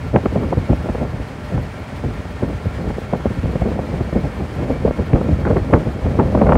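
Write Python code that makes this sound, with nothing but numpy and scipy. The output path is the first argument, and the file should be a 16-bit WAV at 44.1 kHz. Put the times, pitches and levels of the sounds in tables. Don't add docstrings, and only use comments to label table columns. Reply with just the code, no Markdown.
import sys
import numpy as np
from scipy import signal
from scipy.fft import rfft, irfft, next_fast_len
from scipy.io import wavfile
from scipy.ndimage import uniform_filter1d, minimum_filter1d

SR = 44100
rng = np.random.default_rng(int(sys.argv[2]) if len(sys.argv) > 2 else 0)


def wav_record(signal):
    frames = np.transpose(np.atleast_2d(signal))
    bounded = np.clip(frames, -1, 1)
    quanta = np.round(bounded * 32767).astype(np.int16)
    wavfile.write(sys.argv[1], SR, quanta)


N = 289737
TIME = np.arange(N) / SR

# (time [s], level [dB])
WIND_STRENGTH = [(0, -20.5), (0.5, -20), (0.95, -23), (1.35, -29), (1.85, -27), (2.4, -28), (2.8, -21.5),
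                 (3.1, -24.5), (3.6, -18.5), (4.1, -21.5), (4.35, -23), (4.8, -23), (5.15, -17), (5.5, -15),
                 (5.95, -20.5), (6.25, -14.5), (6.57, -9)]
# (time [s], level [dB], decay [s], brightness [dB per octave], peak of the core above the level [dB])
STRONG_EDDIES = [(0.144, -17, .011, -1.5, -16), (0.162, -7, 0.0043, 8.5, -2), (0.259, -11.5, .0034, 6, -10),
                 (0.361, -16.5, .012, 1.5, 11), (0.431, -20.5, 0.021, 3, -3), (0.528, -17, 0.0047, 4.5, 10),
                 (0.573, -18, 0.0033, -7, 7), (0.703, -16.5, 0.011, -5, 8), (0.732, -17, 0.0044, 3.5, 9.5),
                 (0.844, -26, 0.017, 4, -7), (0.891, -18, 0.0044, 1, 2), (0.950, -17.5, .0035, 6, -1),
                 (1.016, -21, 0.015, -2, -7), (1.137, -29, 0.017, -1.5, -2), (1.546, -25, 0.024, -6, 8),
                 (1.579, -21, 0.0036, 8, -4), (2.052, -29, 0.026, -8, -7), (2.432, -20, 0.011, -0.5, -7),
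                 (2.486, -26.5, .016, -2.5, 2), (2.658, -27.5, 0.0051, -12.5, -6),
                 (2.985, -24, 0.0024, 0.5, 10.5), (3.136, -15, 0.0082, 4.5, 9),
                 (3.258, -15.5, 0.0044, -1, 6.5), (3.457, -25, .012, -4, -3), (3.557, -16.5, 0.0036, -3, 2),
                 (3.618, -20, .005, -2, 4), (3.664, -20, 0.017, 1.5, 7), (3.792, -18.5, 0.0044, 4, 7),
                 (3.942, -26.5, 0.02, -2, -3), (4.008, -18.5, 0.0036, -4.5, 2),
                 (4.129, -17.5, 0.0032, 2, -14), (4.163, -16.5, 0.014, -0.5, 5),
                 (4.244, -24, 0.015, -3, -6), (4.407, -25, 0.015, -3.5, -1), (4.611, -24, 0.034, 0.5, -3),
                 (4.705, -17.5, 0.012, 1, 5), (4.853, -14, 0.0058, 1, 19), (4.879, -16, 0.0054, 3, 4),
                 (4.91, -17.5, 0.003, 2, 6), (4.992, -18.5, .008, -1.5, 0), (5.134, -7, 0.0044, -2.5, 1),
                 (5.16, -15.5, 0.012, 5.5, -3), (5.289, -18, 0.0035, -1, 4),
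                 (5.453, -19.5, 0.0036, 14.5, -13), (5.469, -19, 0.017, 6, -3),
                 (5.506, -16.5, 0.015, 1.5, -3), (5.567, -14, 0.0096, 4.5, 4), (5.737, -6.5, 0.012, 4.5, 2),
                 (5.866, -23, 0.011, -4, -7), (6.066, -21, 0.015, 1, 13), (6.111, -22.5, 0.0076, 0, 5),
                 (6.198, -11.5, 0.015, 6, 7), (6.352, -15.5, 0.0061, 3.5, -4), (6.417, -10, 0.014, 4.5, 4),
                 (6.468, -15, 0.011, 5.5, 3), (6.494, -12, 0.012, 6.5, 6), (6.523, -9.5, 0.0058, 10, 2),
                 (6.556, -13, 0.014, 11.5, -4)]

# (frequency [Hz], relative level [dB])
RUMBLE_SPECTRUM = [(20, -48), (31, -19), (48, -1.5), (68, 4.5), (100, -1.5), (125, -5), (180, -19)]
THUMP_SPECTRUM = [(75, -12), (115, -0.5), (150, 0.5), (220, -1), (310, -7), (420, -25.5)]
PORT_SPECTRUM = [(240, -20), (340, -2.5), (420, -1.5), (510, -1), (650, -7.5), (850, -16.5), (1200, -45)]
RASP_SPECTRUM = [(600, -9), (850, 12), (1150, 8.5), (1500, -0.5), (2100, -9), (3000, -38), (4500, -39),
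                 (10000, -73)]
BOAT_SPECTRUM = [(25, -36), (45, -33), (75, -3.5), (130, -4), (260, -19), (350, -19), (580, -18),
                 (800, -16), (1150, -20.5), (1800, -22), (2600, -28), (3700, -34.5), (4500, -36.5),
                 (6200, -41.5), (9300, -45.5), (12500, -53.5), (15500, -55)]
HISS_SPECTRUM = [(2500, -31), (4200, 13), (6000, -13), (10000, -14), (11300, -5), (12000, 1), (12600, -2),
                 (13200, -13), (15500, -14)]
# (frequency [Hz], level [dB], half-width [Hz])
MACHINE_TONES = [(72, -50, 9.7), (93, -45, 14), (268, -46.5, 6.7), (429, -48.5, 12), (598.6, -46, 6.3),
                 (1365.5, -51.5, 8.6), (1820, -55.5, 14), (2182, -54, 12), (2316, -56, 10),
                 (2458, -61.5, 9.6), (3220, -62, 28), (4108, -87, 25), (4300, -66.5, 38), (5000, -70, 8)]

BOAT_DB, HISS_DB = -32.5, -54.5
HISS_PERIOD_S, HISS_FIRST_S = 0.172, 0.077
CUTOFF_HZ = 15750

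EDDIES_PER_S, EDDY_DB, EDDY_SCATTER_DB = 15, -8, 2.5
EDDY_DECAY_S, EDDY_TILT_DB, EDDY_TILT_SCATTER_DB = 0.0071, -2.5, 3.5

CORE_HZ, CORE_OCTAVES_PER_DB, CORE_CYCLES = 402, 0.17, 0.7

CRACK_DB, CRACK_GROWTH, CRACK_PER_TILT = -21, 1.74, 0.88
CRACK_ONSET_DB = -12
CRACK_HZ, CRACK_CYCLES = 1680, 0.47


def from_db(db):
    return 10 ** (np.asarray(db) / 20)


def rms_one(x):
    return x / np.sqrt(np.mean(x ** 2) + 1e-20)


def in_time(rows):
    s, *columns = np.transpose(rows)
    return [np.interp(TIME, s, column) for column in columns]


def shaped_noise(gain_at):
    size = next_fast_len(N)
    hz = np.maximum(np.arange(size // 2 + 1) * SR / size, 1)
    spectrum = rfft(rng.standard_normal(size)) * gain_at(hz)
    return rms_one(irfft(spectrum, size)[:N])


def noise(colour):
    points, db = np.transpose(colour)

    def gain_at(hz):
        skirts = np.minimum(1, np.minimum(hz / points[0], points[-1] / hz)) ** 2
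        return from_db(np.interp(np.log(hz), np.log(points), db)) * skirts

    return shaped_noise(gain_at)


def flutter(rate_hz, depth_db):
    wander = shaped_noise(lambda hz: 1 / (1 + (hz / rate_hz) ** 2) ** 2)
    return rms_one(from_db(depth_db * wander))


def deck(x, echo_db=-25, count=16):
    out = x.copy()
    for delay_s in rng.uniform(0.002, 0.025, count):
        out += from_db(echo_db) * np.roll(x, int(delay_s * SR))
    return rms_one(out)


def boat():
    bed = noise(BOAT_SPECTRUM)
    drone = signal.sosfiltfilt(signal.butter(2, 1200, fs=SR, output="sos"), bed)
    bright_part = bed - drone
    wash = np.std(bright_part) * deck(bright_part) * flutter(rate_hz=29, depth_db=0.84)
    out = from_db(BOAT_DB) * (drone + wash)
    for tone_hz, level_db, width_hz in MACHINE_TONES:
        tone = shaped_noise(lambda hz: 1 / (1 + ((hz - tone_hz) / width_hz) ** 2))
        out = out + from_db(level_db) * tone
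    return out


def lesser_eddies(count=200, gust_follow=1.05):
    s = np.cumsum(rng.gamma(3, 1 / 3, count)) / EDDIES_PER_S
    size, tilt = np.clip(rng.standard_normal((count, 2)), -2, 2).T
    gust_s, gust_db = np.transpose(WIND_STRENGTH)
    mean_db = gust_db.mean()
    carried_db = mean_db + gust_follow * (np.interp(s, gust_s, gust_db) - mean_db)
    level_db = carried_db + EDDY_DB + EDDY_SCATTER_DB * size
    tilt_db = EDDY_TILT_DB + EDDY_TILT_SCATTER_DB * tilt
    rows = np.column_stack([s, level_db, np.full(count, EDDY_DECAY_S), tilt_db])
    return rows[s < N / SR]


def swells(eddies, octaves, stretch, lag_s, rise_share=0.6):
    power = np.zeros(N)
    for s, level_db, decay_s, tilt_db in eddies:
        near = slice(max(int(s * SR) - SR // 10, 0), int(s * SR) + SR // 4)
        age = (TIME[near] - s - lag_s) / (decay_s * stretch)
        shape = np.exp(-np.where(age < 0, (age / rise_share) ** 2, age))
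        power[near] += from_db(level_db + octaves * tilt_db) ** 2 * shape
    return power


def steady(x, span_s):
    size = max(int(span_s * SR), 2)
    power = uniform_filter1d(uniform_filter1d(x ** 2, size), size)
    return rms_one(x / np.sqrt(np.abs(power) + 1e-3))


def turbulence(colour, flow_db, eddy_db, eddy_power, span_s):
    power = from_db(flow_db) ** 2 + from_db(eddy_db) ** 2 * eddy_power
    return np.sqrt(power) * steady(noise(colour), span_s)


def buffeting(flow_rumble_db=-7.0, flow_thump_db=-10, flow_port_db=-16, flow_rasp_db=-28):
    gust_db, = in_time(WIND_STRENGTH)
    eddies = np.vstack([np.array(STRONG_EDDIES)[:, :4], lesser_eddies()])
    flow_db = gust_db + 20 * np.log10(flutter(rate_hz=42, depth_db=3.5))
    rumble_db = gust_db + flow_rumble_db + 20 * np.log10(flutter(rate_hz=17, depth_db=3.5))

    rumble_swells = swells(eddies, -1.33, stretch=1.43, lag_s=0.01)
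    rumble = turbulence(RUMBLE_SPECTRUM, rumble_db, -2.5, rumble_swells, span_s=0.086)
    thump_swells = swells(eddies, -0.6, stretch=1.04, lag_s=0.0027)
    thump = turbulence(THUMP_SPECTRUM, flow_db + flow_thump_db, 3.0, thump_swells, span_s=0.017)
    port_swells = swells(eddies, 0, stretch=0.96, lag_s=0)
    port = turbulence(PORT_SPECTRUM, flow_db + flow_port_db, -0.5, port_swells, span_s=0.0085)
    rasp_swells = swells(eddies, 1, stretch=0.6, lag_s=0)
    rasp = turbulence(RASP_SPECTRUM, flow_db + flow_rasp_db, -13.5, rasp_swells, span_s=0.011)

    flaps = flutter(rate_hz=213, depth_db=3.0)
    return rumble + thump + flaps * (port + rasp * flutter(rate_hz=170, depth_db=3.5))


def pulsing_hiss(half_s=0.012):
    from_pulse = (TIME - HISS_FIRST_S + HISS_PERIOD_S / 2) % HISS_PERIOD_S - HISS_PERIOD_S / 2
    pulses = np.exp(-(from_pulse / half_s) ** 2)
    return from_db(HISS_DB) * pulses * noise(HISS_SPECTRUM)


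def add_swing(out, s, peak_db, swing_hz, cycles, phase):
    near = slice(max(int((s - 10 / swing_hz) * SR), 0), int((s + 10 / swing_hz) * SR))
    turns = (TIME[near] - s) * swing_hz
    envelope = np.exp(-(turns / cycles) ** 2)
    out[near] += from_db(peak_db) * envelope * np.sin(2 * np.pi * turns + phase)


def slaps():
    out = np.zeros(N)
    all_phases = rng.uniform(0, 2 * np.pi, (len(STRONG_EDDIES), 2))
    for (s, level_db, _, tilt_db, core_db), phases in zip(STRONG_EDDIES, all_phases):
        core_hz = CORE_HZ * 2 ** (CORE_OCTAVES_PER_DB * tilt_db)
        add_swing(out, s, level_db + core_db, core_hz, CORE_CYCLES, phases[0])
        crack_db = CRACK_DB + CRACK_GROWTH * (level_db - CRACK_ONSET_DB) + CRACK_PER_TILT * tilt_db
        add_swing(out, s, crack_db, CRACK_HZ, CRACK_CYCLES, phases[1])
    return out


def scene():
    return (boat() + buffeting() + pulsing_hiss() + slaps())[None, :]


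def record(dry, ceiling=0.88, low_cut_hz=30):
    dry = signal.sosfilt(signal.butter(4, low_cut_hz, "high", fs=SR, output="sos"), dry)
    size = SR // 900
    needed_gain = np.minimum(1, min(ceiling, 1) / (np.abs(dry) + 1e-9))
    gain = minimum_filter1d(needed_gain, 2 * size)
    limited = dry * uniform_filter1d(uniform_filter1d(gain, size), size)
    return signal.sosfilt(signal.ellip(12, 0.1, 80, CUTOFF_HZ, fs=SR, output="sos"), limited)


dry = scene()
out = record(dry)
wav_record(out)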